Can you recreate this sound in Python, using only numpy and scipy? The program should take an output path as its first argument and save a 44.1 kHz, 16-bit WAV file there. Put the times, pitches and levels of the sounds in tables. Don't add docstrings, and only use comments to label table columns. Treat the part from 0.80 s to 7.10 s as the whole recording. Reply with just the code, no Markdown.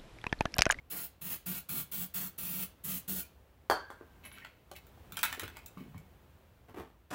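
import sys
import numpy as np
from scipy import signal
from scipy.fft import rfft, irfft
from scipy.io import wavfile
from scipy.ndimage import uniform_filter1d

SR = 44100
rng = np.random.default_rng(int(sys.argv[2]) if len(sys.argv) > 2 else 0)


def wrap_up_sound(samples):
    columns = np.atleast_2d(samples).T
    tamed = np.clip(columns, -1, 1)
    steps = np.round(tamed * 32767).astype(np.int16)
    wavfile.write(sys.argv[1], SR, steps)


N = 278050
TIME = np.arange(N) / SR

# (start [s], length [s], jet level before hiss_db [dB], jet swell over the press [dB],
# roar level before hiss_db-free mix [dB], tire hum level [dB], hum swell over the press [dB])
PRESSES = [(0.099, 0.1491, -38.5, 1, -51.5, -58, -4), (0.411, 0.1336, -39.5, 8.5, -51.5, -50, -1),
           (0.658, 0.1273, -37.5, -2.5, -50, -44.5, -11.5), (0.887, 0.1274, -36, 0.5, -49.5, -43.5, 2),
           (1.114, 0.1294, -36, 1.5, -51, -49, 10.5), (1.338, 0.1328, -37, -5, -50, -48, 3),
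           (1.578, 0.2604, -38, 4, -52.5, -48, 2.5), (2.037, 0.1402, -36.5, 3, -50, -46, 2.5),
           (2.277, 0.1326, -36, -1, -50.5, -45, -16)]
# (frequency [Hz], relative level [dB])
FIZZ_SPECTRUM = [(150, -18.5), (1000, -20.5), (3300, -13), (5200, -17.5), (7500, -11.5), (9800, -12),
                 (10800, -4), (12000, -7.5), (14000, -0.5), (15600, 1.5)]
# (frequency [Hz], relative level [dB])
SPLASH_SPECTRUM = [(150, -18), (330, 0.5), (600, 1), (1000, -2.5), (1800, -3), (3300, -3.5), (6000, -12),
                   (15000, -1.5)]
# (frequency before aim shift [Hz], width [Hz], gain [dB])
RIM_GAP_MODES = [(1416, 86, 9.5), (1701, 74, 4.5), (2642, 360, 4), (3040, 170, -12.5), (4218, 143, 3),
                 (6493, 220, 1.5)]
# (frequency [Hz], half the width of each of two cascaded resonators [Hz], gain [dB])
TIRE_MODES = [(164.46, 28.9, 4), (187.5, 34.5, -2.5)]
# (peak time [s], level [dB], rise [s], fade to -60 dB [s])
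SPIT_STROKES = [(.137, -48.5, 0.026, 0.3479)]
# (frequency [Hz], relative level [dB])
SPIT_SPECTRUM = [(40, -36.5), (120, -6.5), (330, 2.5), (520, -6.5), (750, -6), (1300, -7), (2000, -4.5),
                 (4000, -34), (15000, -44.5)]
VALVE_OPEN_S, VALVE_CLOSE_S, HUM_BUILD_S = 0.007, 0.00834, 0.0107
SPURT_DB, SPURT_S = 2.5, 0.0129
AIM_SHIFT = 0.0407


def spray(hiss_db=3, sputter_db=1.45, roar_follow=0.88, bounce_db=-11, bounce_s=0.00271):
    hiss = strokes(SPIT_STROKES) * colour(rng.standard_normal(N), SPIT_SPECTRUM)
    hum_gain = np.zeros(N)
    fizz = colour(rng.standard_normal(N), FIZZ_SPECTRUM)
    turbulence = rng.standard_normal(N)
    splash = colour(turbulence, SPLASH_SPECTRUM)
    unevenness = unit(uniform_filter1d(rng.standard_normal(N), size=600))
    sputter = amp(sputter_db * unevenness)
    for start, length, jet_db, swell_db, roar_db, tire_db, tire_swell_db in PRESSES:
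        age = np.maximum(TIME - start, 0)
        closing = np.exp(-np.maximum(age - length, 0) / VALVE_CLOSE_S)
        valve = np.minimum(age / VALVE_OPEN_S, 1) * closing
        progress = np.minimum(age / length, 1) - 0.5
        push_db = swell_db * progress + SPURT_DB * np.exp(-age / SPURT_S)
        aim = 1 + AIM_SHIFT * rng.uniform(-1.09, 1)
        gap = sum(amp(db) * resonate(turbulence, hz * aim, width) for hz, width, db in RIM_GAP_MODES)
        roar = amp(roar_db + roar_follow * push_db) * (splash + gap)
        jet = valve * sputter * (amp(hiss_db + jet_db + push_db) * fizz + roar)
        hiss += signal.oaconvolve(jet, scatter(bounce_db, bounce_s))[:N]
        build = 1 - np.exp(-age / HUM_BUILD_S)
        hum_gain += valve * amp(tire_db + tire_swell_db * progress) * build
    hum = unit(sum(amp(db) * resonate_twice(rng.standard_normal(N), hz, 2 * half_width)
                   for hz, half_width, db in TIRE_MODES))
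    hum = unit(hum / np.sqrt(abs(signal.hilbert(hum)) + 0.355))
    return garage(hiss, wet_db=-8.5) + garage(hum_gain * hum, wet_db=-12.5)


# (time [s], level [dB], rasp time constant [s], treble shelf [dB], ring re level [dB])
CAN_LANDINGS = [(2.8995, 2.5, 0.00155, 7, -3), (2.9016, -2, 0.0028, 15.5, -13), (2.9121, -1, .003, 7, -6),
                (3.103, -15.5, 0.0067, 6.5, -17), (3.211, -28.5, 0.0022, -15.5, -18.5)]
# (frequency [Hz], relative level [dB])
CAN_BLOW_SPECTRUM = [(40, -53), (130, -22.5), (260, -4), (480, -3), (900, 0), (1300, 0.5), (1700, -6),
                     (2100, -12.5), (2700, -24.5), (3200, -15.5), (3900, -23), (4600, -27), (5800, -26.5),
                     (8000, -25.5), (15000, -27.5)]
# (frequency [Hz], relative level [dB], t60 [s])
CAN_SHELL_MODES = [(418.5, -48.5, 0.32), (486, -35.5, 0.17), (668, -49.5, 0.28), (760.2, -35.5, 0.2),
                   (831.4, -38.5, 0.18), (932.5, -36, .18), (1009.5, -44.5, 0.35), (1144, -37.5, 0.28),
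                   (1322, -34.5, 0.2), (1571.5, -42.5, 0.88), (1658, -42.5, .66), (1663, -35.5, 0.23),
                   (3135, -50, 0.3), (4290, -44.5, .15), (4390, -42, 0.25), (4590, -38.5, 0.221),
                   (4744, -46, 0.2), (4730, -53, .14), (5210, -49.5, 0.23)]


def can(thrust_s=0.0001284, rasp_db=-7, slosh_share=0.00998):
    cracks, rings = np.zeros((2, N))
    push = np.exp(-TIME[:SR] / thrust_s)
    push /= np.sum(push)
    for s, db, rasp_s, treble_db, ring_db in CAN_LANDINGS:
        blow = push + amp(rasp_db) * contact(rasp_s)
        add(cracks, s, amp(db) * colour(blow, CAN_BLOW_SPECTRUM, treble_db))
        add(rings, s, amp(db + ring_db) * ring(CAN_SHELL_MODES, slosh_share))
    return garage(cracks, wet_db=-2) + garage(rings, wet_db=-9)


# (time [s], nominal peak [dB], pitch of the struck part [Hz], treble shelf before bright_db or dull_db [dB])
CLACK_HITS = [(3.452, -42.5, 2220, -23), (3.516, -43.5, 1960, -32), (3.584, -42.5, 1295, -30.5),
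              (3.6484, -37, 2000, -29), (3.9151, -40, 2270, -1), (4.068, -49, 4520, 5.5),
              (4.322, -34.5, 1540, 7.5), (4.370, -24, 1380, -9), (4.391, -29.5, 1660, 0.5),
              (4.4311, -14.5, 1464, -1.5), (4.437, -21, 1357, -15), (4.527, -26.5, 1266, -18),
              (4.596, -25.5, 1485, -10.5), (4.634, -33, 1290, -10), (4.679, -38, 1377, -13),
              (4.769, -37, 1450, -15.5), (4.861, -35, 6930, 12), (5.18, -48.5, 2240, 0)]
# (frequency [Hz], relative level [dB])
CLACK_SPECTRUM = [(40, -49), (150, -22), (600, -20), (930, -5), (1100, -9), (1350, 1), (2000, -5.5),
                  (2350, -4.5), (2700, -3), (3400, -2.5), (4400, -6.5), (5300, -8.5), (7000, -6.5),
                  (11000, -8), (15500, -1)]
# (frequency before pitch spread [Hz], relative level [dB], t60 [s])
TOOL_RING_MODES = [(892, -43.5, .08), (1404, -53, 0.2), (1467, -48.5, 0.065), (2523, -46.5, .16)]
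TOOL_SPREAD = 0.06
HARDEST_CHATTER_S, CHATTER_GROWTH = 0.004, 0.25


def clacks(part_db=-42, part_t60_s=0.04, peak_s=0.001042, bright_db=1, swarm_db=-3, swarm_s=0.0061,
           dull_db=-7):
    cracks, rings = np.zeros((2, N))
    hardest_db = max(row[1] for row in CLACK_HITS)
    for s, db, part_hz, treble_db in CLACK_HITS:
        size = amp(db) * np.sqrt(peak_s * SR)
        chatter_s = HARDEST_CHATTER_S * amp(db - hardest_db) ** CHATTER_GROWTH
        force = contact(chatter_s, impact=1.2)
        swarm = signal.fftconvolve(force, scatter(20.5, swarm_s))[:SR]
        add(cracks, s, size * colour(force, CLACK_SPECTRUM, treble_db + bright_db))
        add(cracks, s, size * amp(swarm_db) * colour(swarm, CLACK_SPECTRUM, treble_db + dull_db))
        pitch = 1 + TOOL_SPREAD * rng.uniform(-1, 1)
        tool = [(hz * pitch, mode_db, t60) for hz, mode_db, t60 in TOOL_RING_MODES]
        add(rings, s, size * ring(tool + [(part_hz, part_db, part_t60_s)]))
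    return garage(cracks, wet_db=-7.5) + garage(rings, wet_db=-11)


# (time [s], energy level
# [dB], centre frequency [Hz])
SOFT_BUMPS = [(3.209, -22, 364.5), (3.914, -20, 574), (4.175, -35.5, 777), (4.324, -20.5, 166.5),
              (4.575, -22, 354.8), (4.62, -19, 98.4), (4.629, -16.5, 338.6), (4.970, -13, 172.5),
              (4.973, -24.5, 984), (5.006, -16, 196.4), (5.06, -17, 139), (5.1453, -28, 1006),
              (5.147, -13, 147.2), (5.971, -14, 308), (6.005, -21.5, 329)]
BUMP_CYCLES = 1.6


def bumps(breadth=0.6):
    out = np.zeros(N)
    for s, db, hz in SOFT_BUMPS:
        push = resonate_twice(contact(BUMP_CYCLES / hz), hz, breadth * hz)
        add(out, s, amp(db) * push / np.linalg.norm(push))
    return out


# (peak time [s], level [dB], rise [s], fade to -60 dB [s], treble shelf [dB])
SCRAPE_STROKES = [(3.452, -50, 0.0257, 0.22, -3.5), (3.575, -53, 0.077, 0.2551, -5.5),
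                  (3.635, -59, 0.017, 0.5139, -8), (3.975, -51, 0.034, 0.0073, 10),
                  (4.36, -54.5, 0.033, 0.23, 7.5), (4.44, -40, 0.0053, .5, 4.5),
                  (4.635, -50.5, 0.041, 0.2225, -8.5), (4.76, -55, 0.031, 0.2153, -6),
                  (4.975, -58, 0.0066, 0.43, 2.5), (5.15, -63, 0.0075, 0.2, 1.5)]
# (frequency [Hz], relative level [dB])
SCRAPE_SPECTRUM = [(40, -36), (200, -3), (700, -7.5), (1300, -8.5), (2100, 0), (3100, -6), (4800, -17),
                   (9000, -22), (15000, -15.5)]


def scrapes():
    grit = unit(signal.oaconvolve(grains(1800, 3.86), scatter(-1.0, 0.0069))[:N])
    out = np.zeros(N)
    for *stroke, treble_db in SCRAPE_STROKES:
        out += strokes([stroke]) * colour(grit, SCRAPE_SPECTRUM, treble_db)
    return out


# (peak time [s], level before rub_db [dB], rise [s], fade to -60 dB [s])
RUB_STROKES = [(5.896, -50, 0.02204, .12), (5.945, -45, 0.0071, 0.05), (5.976, -41.5, .02, 0.31)]
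# (frequency [Hz], relative level [dB])
RUB_SPECTRUM = [(35, -28.5), (110, -1.5), (330, -3), (520, -9.5), (720, -8.5), (1100, -10.5), (1900, -18),
                (3000, -24), (5000, -34), (9000, -36.5), (15500, -33)]


def rubs(rub_db=-1):
    return amp(rub_db) * strokes(RUB_STROKES) * colour(grains(1500, 2.57), RUB_SPECTRUM)


# (time [s], level [dB])
LINK_HITS = [(3.453, -37), (3.524, -41.5)]
# (frequency [Hz], relative level [dB], t60 [s])
LINK_RING_MODES = [(10720, -16, 0.095), (10990, -11.5, 0.13), (12000, -22, 0.14), (12270, -20, 0.2)]


def chain():
    out = np.zeros(N)
    for s, db in LINK_HITS:
        add(out, s, amp(db) * ring(LINK_RING_MODES, waver=0.00234))
    return out


# (time [s], level [dB], frequency [Hz], length [s])
SLIPS = [(2.424, -62, 2405, 0.031), (3.571, -58, 1415, 0.0222), (3.609, -57, 1952, .035),
         (3.945, -63, 2243, 0.019), (5.169, -62.5, 2257, 0.0217)]


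def squeaks(width_hz=260):
    out = np.zeros(N)
    for s, db, hz, length in SLIPS:
        tone = resonate_twice(rng.standard_normal(SR // 4), hz, width_hz)
        tone = tone[-round(length * SR):]
        add(out, s, amp(db) * unit(tone * np.hanning(len(tone))))
    return out


# (frequency [Hz], relative level [dB])
AIR_SPECTRUM = [(15, -28.5), (28, -10), (50, -3.5), (78, -2), (125, -8), (250, -14), (500, -16),
                (1000, -21), (2000, -27), (3200, -30.5), (5000, -37.5), (10000, -40.5), (13000, -37),
                (15500, -33)]
# (time [s], level [dB])
AIR_LEVEL = [(0, -65), (2.4, -61), (2.8, -64), (3.4, -59.5), (3.8, -63), (4.3, -56), (5.6, -61.5),
             (6.3, -66.5)]


def air(hum_hz=66.2, resonator_width_hz=28, hum_db=-65.5):
    hum = unit(resonate_twice(rng.standard_normal(N), hum_hz, resonator_width_hz))
    return level(AIR_LEVEL) * colour(rng.standard_normal(N), AIR_SPECTRUM) + amp(hum_db) * hum


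# (frequency [Hz], t60 [s])
GARAGE_T60 = [(100, .4), (400, 0.289), (1500, 0.311), (4000, 0.361), (9000, 0.2305), (15000, 0.18)]
# (delay [s], gain re direct [ratio])
GARAGE_ECHOES = [(.0026, 0.23), (0.0111, 0.31), (0.0199, 0.26), (.0215, .18), (0.0226, 0.2)]


def garage(x, wet_db):
    hz, t, z = signal.stft(rng.standard_normal(SR), SR, nperseg=256)
    decay = amp(-60 * t / read(GARAGE_T60, hz)[:, None])
    tail = signal.istft(z * decay, SR, nperseg=256)[1][:SR]
    tail *= np.minimum(TIME[:SR] / 0.0054, 1)
    response = amp(wet_db) * tail / np.linalg.norm(tail)
    response[0] += 1
    for delay, gain in GARAGE_ECHOES:
        response[round(delay * SR)] += gain
    return signal.fftconvolve(x, response / np.linalg.norm(response))[:N]


def amp(db):
    return 10 ** (np.asarray(db) / 20)


def unit(x):
    return x / np.sqrt(np.mean(x ** 2) + 1e-20)


def read(points, hz):
    f, value = np.transpose(points)
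    return np.interp(np.log(hz + 1), np.log(f + 1), value)


def level(rows):
    return amp(np.interp(TIME, *np.transpose(rows)))


def strokes(rows):
    gain = np.zeros(N)
    for s, db, rise, fade in rows:
        swell = np.clip(1 + (TIME - s) / rise, 0, 1)
        gain += amp(db - 60 * np.maximum(TIME - s, 0) / fade) * swell
    return gain


def add(mix, s, sound):
    part = mix[round(s * SR):][:len(sound)]
    part += sound[:len(part)]


def colour(x, points, treble_db=0, size=4096):
    hz = np.fft.rfftfreq(size, 1 / SR)
    shelf_db = treble_db * hz ** 2 / (hz ** 2 + 3500 ** 2)
    cepstrum = irfft(np.log(amp(read(points, hz) + shelf_db)))
    cepstrum[1:size // 2] *= 2
    cepstrum[size // 2 + 1:] = 0
    taps = irfft(np.exp(rfft(cepstrum)))
    return signal.fftconvolve(x, taps / np.linalg.norm(taps))[:len(x)]


def resonate(x, hz, width_hz):
    return signal.lfilter(*signal.iirpeak(hz, hz / width_hz, SR), x)


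def resonate_twice(x, hz, width_hz):
    return resonate(resonate(x, hz, width_hz), hz, width_hz)


def ring(modes, waver=0.0, waver_hz=11):
    t = TIME[:SR]
    out = np.zeros(SR)
    for hz, db, t60 in modes:
        detune = waver * np.sin(2 * np.pi * (waver_hz * t + rng.random()))
        phase = 2 * np.pi * np.cumsum(hz * (1 + detune)) / SR
        out += amp(db - 60 * t / t60) * np.sin(phase)
    return out


def contact(decay_s, impact=0.77):
    force = rng.standard_normal(SR) * np.exp(-TIME[:SR] / decay_s)
    force[0] += impact
    return force / np.linalg.norm(force)


def grains(per_s, spread_db):
    size = amp(spread_db * np.minimum(rng.exponential(1, N), 4))
    return unit(size * rng.standard_normal(N) * (rng.random(N) < per_s / SR))


def scatter(swarm_db, decay_s):
    t = TIME[:SR // 4]
    swarm = rng.standard_normal(len(t)) * np.exp(-t / decay_s)
    swarm *= amp(swarm_db) / np.linalg.norm(swarm)
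    swarm[0] += 1
    return swarm / np.linalg.norm(swarm)


def scene():
    handling = bumps() + scrapes() + rubs() + chain() + squeaks()
    mono = spray() + can() + clacks() + garage(handling, wet_db=-7) + air()
    return np.array([mono, mono])


def record(dry, low_hz=38, edge_hz=15850):
    thin = signal.sosfilt(signal.butter(2, low_hz, "high", fs=SR, output="sos"), dry)
    band_limit = signal.firwin(511, edge_hz, window=("kaiser", 9), fs=SR)
    return signal.oaconvolve(thin, band_limit[None], "same")


dry = scene()
out = record(dry)
wrap_up_sound(out)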